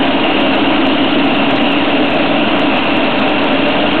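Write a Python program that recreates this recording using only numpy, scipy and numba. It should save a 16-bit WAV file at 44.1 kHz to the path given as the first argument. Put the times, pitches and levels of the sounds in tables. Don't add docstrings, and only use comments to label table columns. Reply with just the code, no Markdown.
import sys
import numpy as np
from scipy import signal
from scipy.fft import rfft, irfft
from scipy.io import wavfile
from scipy.ndimage import uniform_filter1d
from numba import njit

SR = 44100
rng = np.random.default_rng(int(sys.argv[2]) if len(sys.argv) > 2 else 0)


def wrap_up_sound(samples):
    columns = np.atleast_2d(samples).T
    tamed = np.clip(columns, -1, 1)
    steps = np.round(tamed * 32767).astype(np.int16)
    wavfile.write(sys.argv[1], SR, steps)


N = 176400


def from_db(db):
    return 10 ** (np.asarray(db) / 20)


def rms_one(x):
    return x / np.sqrt(np.mean(x ** 2) + 1e-20)


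def in_time(rows):
    times, *columns = np.transpose(rows)
    return [np.interp(np.arange(N) / SR, times, column) for column in columns]


def phase_of(hz):
    return 2 * np.pi * np.cumsum(hz) / SR


def drift(corner_hz):
    step, settle = 40, 2000
    pole = np.exp(-2 * np.pi * step * corner_hz / SR)
    noise = rng.standard_normal(N // step + settle + 2)
    slow = signal.lfilter([1], [1, -2 * pole, pole * pole], noise)[settle:]
    return np.interp(np.arange(N) / step, np.arange(len(slow)), rms_one(slow))


@njit
def moving_resonance(x, angle, r):
    y = np.zeros(len(x))
    for i in range(2, len(x)):
        drive = (1 - r * r) / 2 * (x[i] - x[i - 2])
        y[i] = drive + 2 * r * np.cos(angle[i]) * y[i - 1] - r * r * y[i - 2]
    return y


def struck_mode(blows, hz, width_hz):
    kicks = blows * rng.standard_normal(N)
    angle = 2 * np.pi * hz / SR * np.ones(N)
    radius = np.exp(-np.pi * width_hz / SR)
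    once = moving_resonance(kicks, angle, radius)
    return rms_one(moving_resonance(once, angle, radius))


def harmonics(phase, orders, waver_db):
    out = 0
    for order, db in orders:
        amplitude = np.sqrt(2) * from_db(db + waver_db * drift(2))
        out = out + amplitude * np.sin(order * phase + rng.uniform(0, 2 * np.pi))
    return out


def overload_ticks():
    # t/s, impulse level/dB, upper edge f/Hz
    ticks = [(0.053, -28, 9500), (0.058, -22.5, 5600), (0.09, -30, 11000), (0.286, -42, 15500),
             (0.342, -26, 6000), (0.402, -18, 6000), (0.409, -24, 13000), (0.554, -21, 9500),
             (0.596, -26, 9500), (0.737, -37, 15500), (0.871, -18, 8000), (0.882, -32, 13000),
             (0.935, -32, 13000), (0.943, -23, 5600), (0.965, -36, 11000), (1.033, -33, 11000),
             (1.118, -27, 9500), (1.252, -23.5, 11000), (1.364, -43, 13000), (1.368, -27, 13000),
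             (1.51, -17.5, 8000), (1.561, -13, 6000), (1.611, -35, 11000), (1.625, -23, 9500),
             (1.722, -21, 11000), (2.059, -26, 11000), (2.105, -21, 9500), (2.139, -28, 13000),
             (2.144, -20, 8000), (2.203, -36, 13000), (2.501, -29, 11000), (2.555, -29, 8000),
             (2.596, -15, 8000), (2.598, -19, 8000), (2.771, -23, 9500), (2.775, -15, 5200),
             (2.796, -26, 7000), (2.842, -23, 9500), (2.97, -20, 9500), (3.197, -19.5, 8000),
             (3.292, -22, 9500), (3.441, -19, 8000), (3.527, -36.5, 11000), (3.531, -27, 11000),
             (3.688, -23, 11000), (3.934, -25, 9500), (3.959, -39.5, 13000)]
    low_hz = 3800
    out = np.zeros(N + SR)
    for t, db, top_hz in ticks:
        band = signal.butter(2, [low_hz, top_hz], "band", fs=SR, output="sos")
        tick = signal.sosfilt(band, signal.unit_impulse(256))
        start = int(t * SR)
        out[start:start + len(tick)] += from_db(db) * tick
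    return out[:N]


def engine(phase):
    # harmonic number, level/dB
    orders = [(2, -50), (3, -43.5), (5, -37.5), (8, -39), (11, -33.5), (12, -33.5), (13, -28.5), (30, -33)]
    return harmonics(phase, orders, waver_db=1.5)


def spindle(phase):
    # harmonic number, level/dB
    orders = [(1, -51.5), (4, -28), (5, -43)]
    return harmonics(phase, orders, waver_db=4.5)


def grit(force):
    # f/Hz, relative spectral density level/dB
    spectrum = [(20, -19.5), (45, -13.5), (100, -8), (170, -0.5), (300, -4.5), (500, -5.5), (850, -1.5),
                (1150, 0), (1800, -6), (2400, -2.5), (3200, -6), (3700, -11), (4400, -6)]
    points_hz, points_db = np.transpose(spectrum)
    edges_hz = 18 * 2 ** (np.arange(26) / 3)
    white = rng.standard_normal((2, N)) * force
    out = 0
    for k, (low, high) in enumerate(zip(edges_hz, edges_hz[1:])):
        band = signal.butter(2, [low, high], "band", fs=SR, output="sos")
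        centre_hz = np.sqrt(low * high)
        band_db = np.interp(np.log(centre_hz), np.log(points_hz), points_db)
        flicker_db = 3 * drift(77) if centre_hz > 3700 else drift(30)
        out = out + signal.sosfilt(band, white[k % 2]) * from_db(band_db + flicker_db)
    return from_db(-18) * rms_one(out)


def cutter_blows(force, per_s=6000, spread_db=2.5):
    struck = rng.random(N) < per_s / SR
    strength = from_db(spread_db * np.minimum(rng.exponential(1, N), 4))
    return force * struck * strength


def housing(blows):
    # t/s, relative level/dB
    swell = [(0.0, 0.9), (0.24, 0), (0.48, 0.6), (1.3, -1), (1.46, 1.7), (1.74, -1.6), (1.88, 1.7),
             (2.02, -1.0), (2.58, 0.7), (2.88, -0.7), (3.24, 1.7), (3.5, -0.2), (3.66, 1), (4.0, 1.2)]
    # f/Hz, bandwidth per stage/Hz, level/dB
    modes = [(206.4, 55, -27), (244.3, 41, -29.5), (429.6, 110, -26), (566, 87, -26), (626, 80, -26.5),
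             (686, 77, -25.5), (767.3, 73, -27), (937, 170, -29), (1370, 190, -34.5), (1585, 160, -36),
             (2497, 14, -40), (974, 16, -39.5), (3200, 130, -34.5)]
    # t/s, f/Hz, level/dB
    main_mode = [(0, 658, -27), (.7, 619, -30.5), (1.3, 628, -35.5), (1.6, 614, -28), (1.85, 624, -35),
                 (2.1, 617, -27.5), (2.6, 631, -25.5), (2.85, 626, -35.5), (3.25, 622, -27.5),
                 (3.5, 592, -29), (3.68, 590, -17), (3.88, 614, -31), (4, 640, -28)]
    swell_db, = in_time(swell)
    roar = sum(from_db(db) * struck_mode(blows, hz, width) for hz, width, db in modes)
    moan_hz, moan_db = in_time(main_mode)
    moan = from_db(moan_db) * struck_mode(blows, moan_hz, width_hz=38)
    return from_db(swell_db) * roar + moan


def cutters(blows):
    # t/s, f/Hz, relative level/dB
    ring = [(0.0, 2843, 3.5), (0.16, 2845, -1.8), (0.28, 2760, 2.5), (0.92, 2800, 0.5), (1.0, 2880, 0.5),
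            (1.26, 2740, 1), (1.44, 2750, 4.5), (1.52, 2744, 1.7), (1.68, 2780, 3), (2.14, 2680, 0),
            (2.52, 2775, 1.3), (2.58, 2750, -1.5), (2.76, 2665, 1.5), (4.0, 2790, -0.0)]
    hz, db = in_time(ring)
    cluster = from_db(-25.5) * struck_mode(blows, hz, width_hz=490)
    core = from_db(-29.5) * struck_mode(blows, hz, width_hz=230)
    return from_db(db) * (cluster + core)


def guard(blows):
    # t/s, f/Hz, relative level/dB
    drone = [(0.0, 270, 3), (0.26, 303, -0.8), (0.42, 298.4, 2), (0.56, 298, -3.5), (0.62, 297, 2.5),
             (0.98, 302, 1.4), (1.04, 289.4, 8.3), (1.1, 304, -1), (1.26, 272.5, 6.5), (1.34, 278, 1.5),
             (1.74, 279, 3.2), (1.86, 299, -1.5), (1.96, 287.4, 2.5), (2.46, 285, -1), (2.68, 301, 1.7),
             (2.76, 269.6, -1.6), (3.06, 294, 2), (3.12, 293, -11), (3.24, 263, 3.5), (3.3, 301, -3),
             (3.56, 277, 2.5), (3.66, 288, -2), (3.92, 286, -3), (4.0, 276, 4)]
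    jitter_hz, shudder_hz, wander_hz, shudder_depth = 13.99, 22.04, 5.94, .45
    hz, db = in_time(drone)
    chatter_phase = phase_of(hz + jitter_hz * drift(24.73))
    chatter = np.sqrt(2) * from_db(-21 + drift(50)) * np.sin(chatter_phase)
    shudder = 1 + shudder_depth * np.sin(phase_of(shudder_hz + wander_hz * drift(8)))
    ringing = from_db(-23) * struck_mode(blows, hz, width_hz=96.5)
    return from_db(db) * shudder * (chatter + ringing)


def scene():
    # t/s, f/Hz
    firing = [(0, 26.7), (.6, 24.8), (1.1, 27), (1.6, 25.8), (2.05, 25.6), (2.6, 25.15), (3.3, 25.1),
              (4, 24.4)]
    firing_hz, = in_time(firing)
    spindle_hz = 67.14 * (1 + .006 * drift(2))
    engine_phase, spindle_phase = phase_of(firing_hz), phase_of(spindle_hz)
    force = from_db(0.51 * np.cos(engine_phase) + 0.5 * np.cos(spindle_phase))
    blows = cutter_blows(force)
    hum = engine(engine_phase) + spindle(spindle_phase)
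    return (guard(blows) + cutters(blows) + housing(blows) + grit(force) + hum)[None]


def record(dry):
    threshold_db, slope, window_s = -10.5, 0.73, .012
    saturation, makeup_db, offset = 0.73, 1, -.0875
    edge_hz, stop_hz, top_cut_hz = 3385, 4906, 15900
    power = uniform_filter1d(dry[0] ** 2, int(window_s * SR))
    excess_db = np.maximum(10 * np.log10(power + 1e-12) - threshold_db, 0)
    compressed = dry[0] * from_db(-slope * excess_db)
    squashed = from_db(makeup_db) * saturation * np.tanh(compressed / saturation)
    hz = np.fft.rfftfreq(2 * N, 1 / SR)
    transition = np.clip((hz - edge_hz) / (stop_hz - edge_hz), 0, 1)
    passband = np.cos(np.pi / 2 * transition) ** 4
    narrow = irfft(rfft(squashed, 2 * N) * passband)[:N]
    hiss = from_db(-95.5) * rng.standard_normal(N)
    top_cut = signal.ellip(10, .1, 80, top_cut_hz, fs=SR, output="sos")
    return signal.sosfilt(top_cut, narrow + overload_ticks() + hiss)[None] + offset


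dry = scene()
out = record(dry)
wrap_up_sound(out)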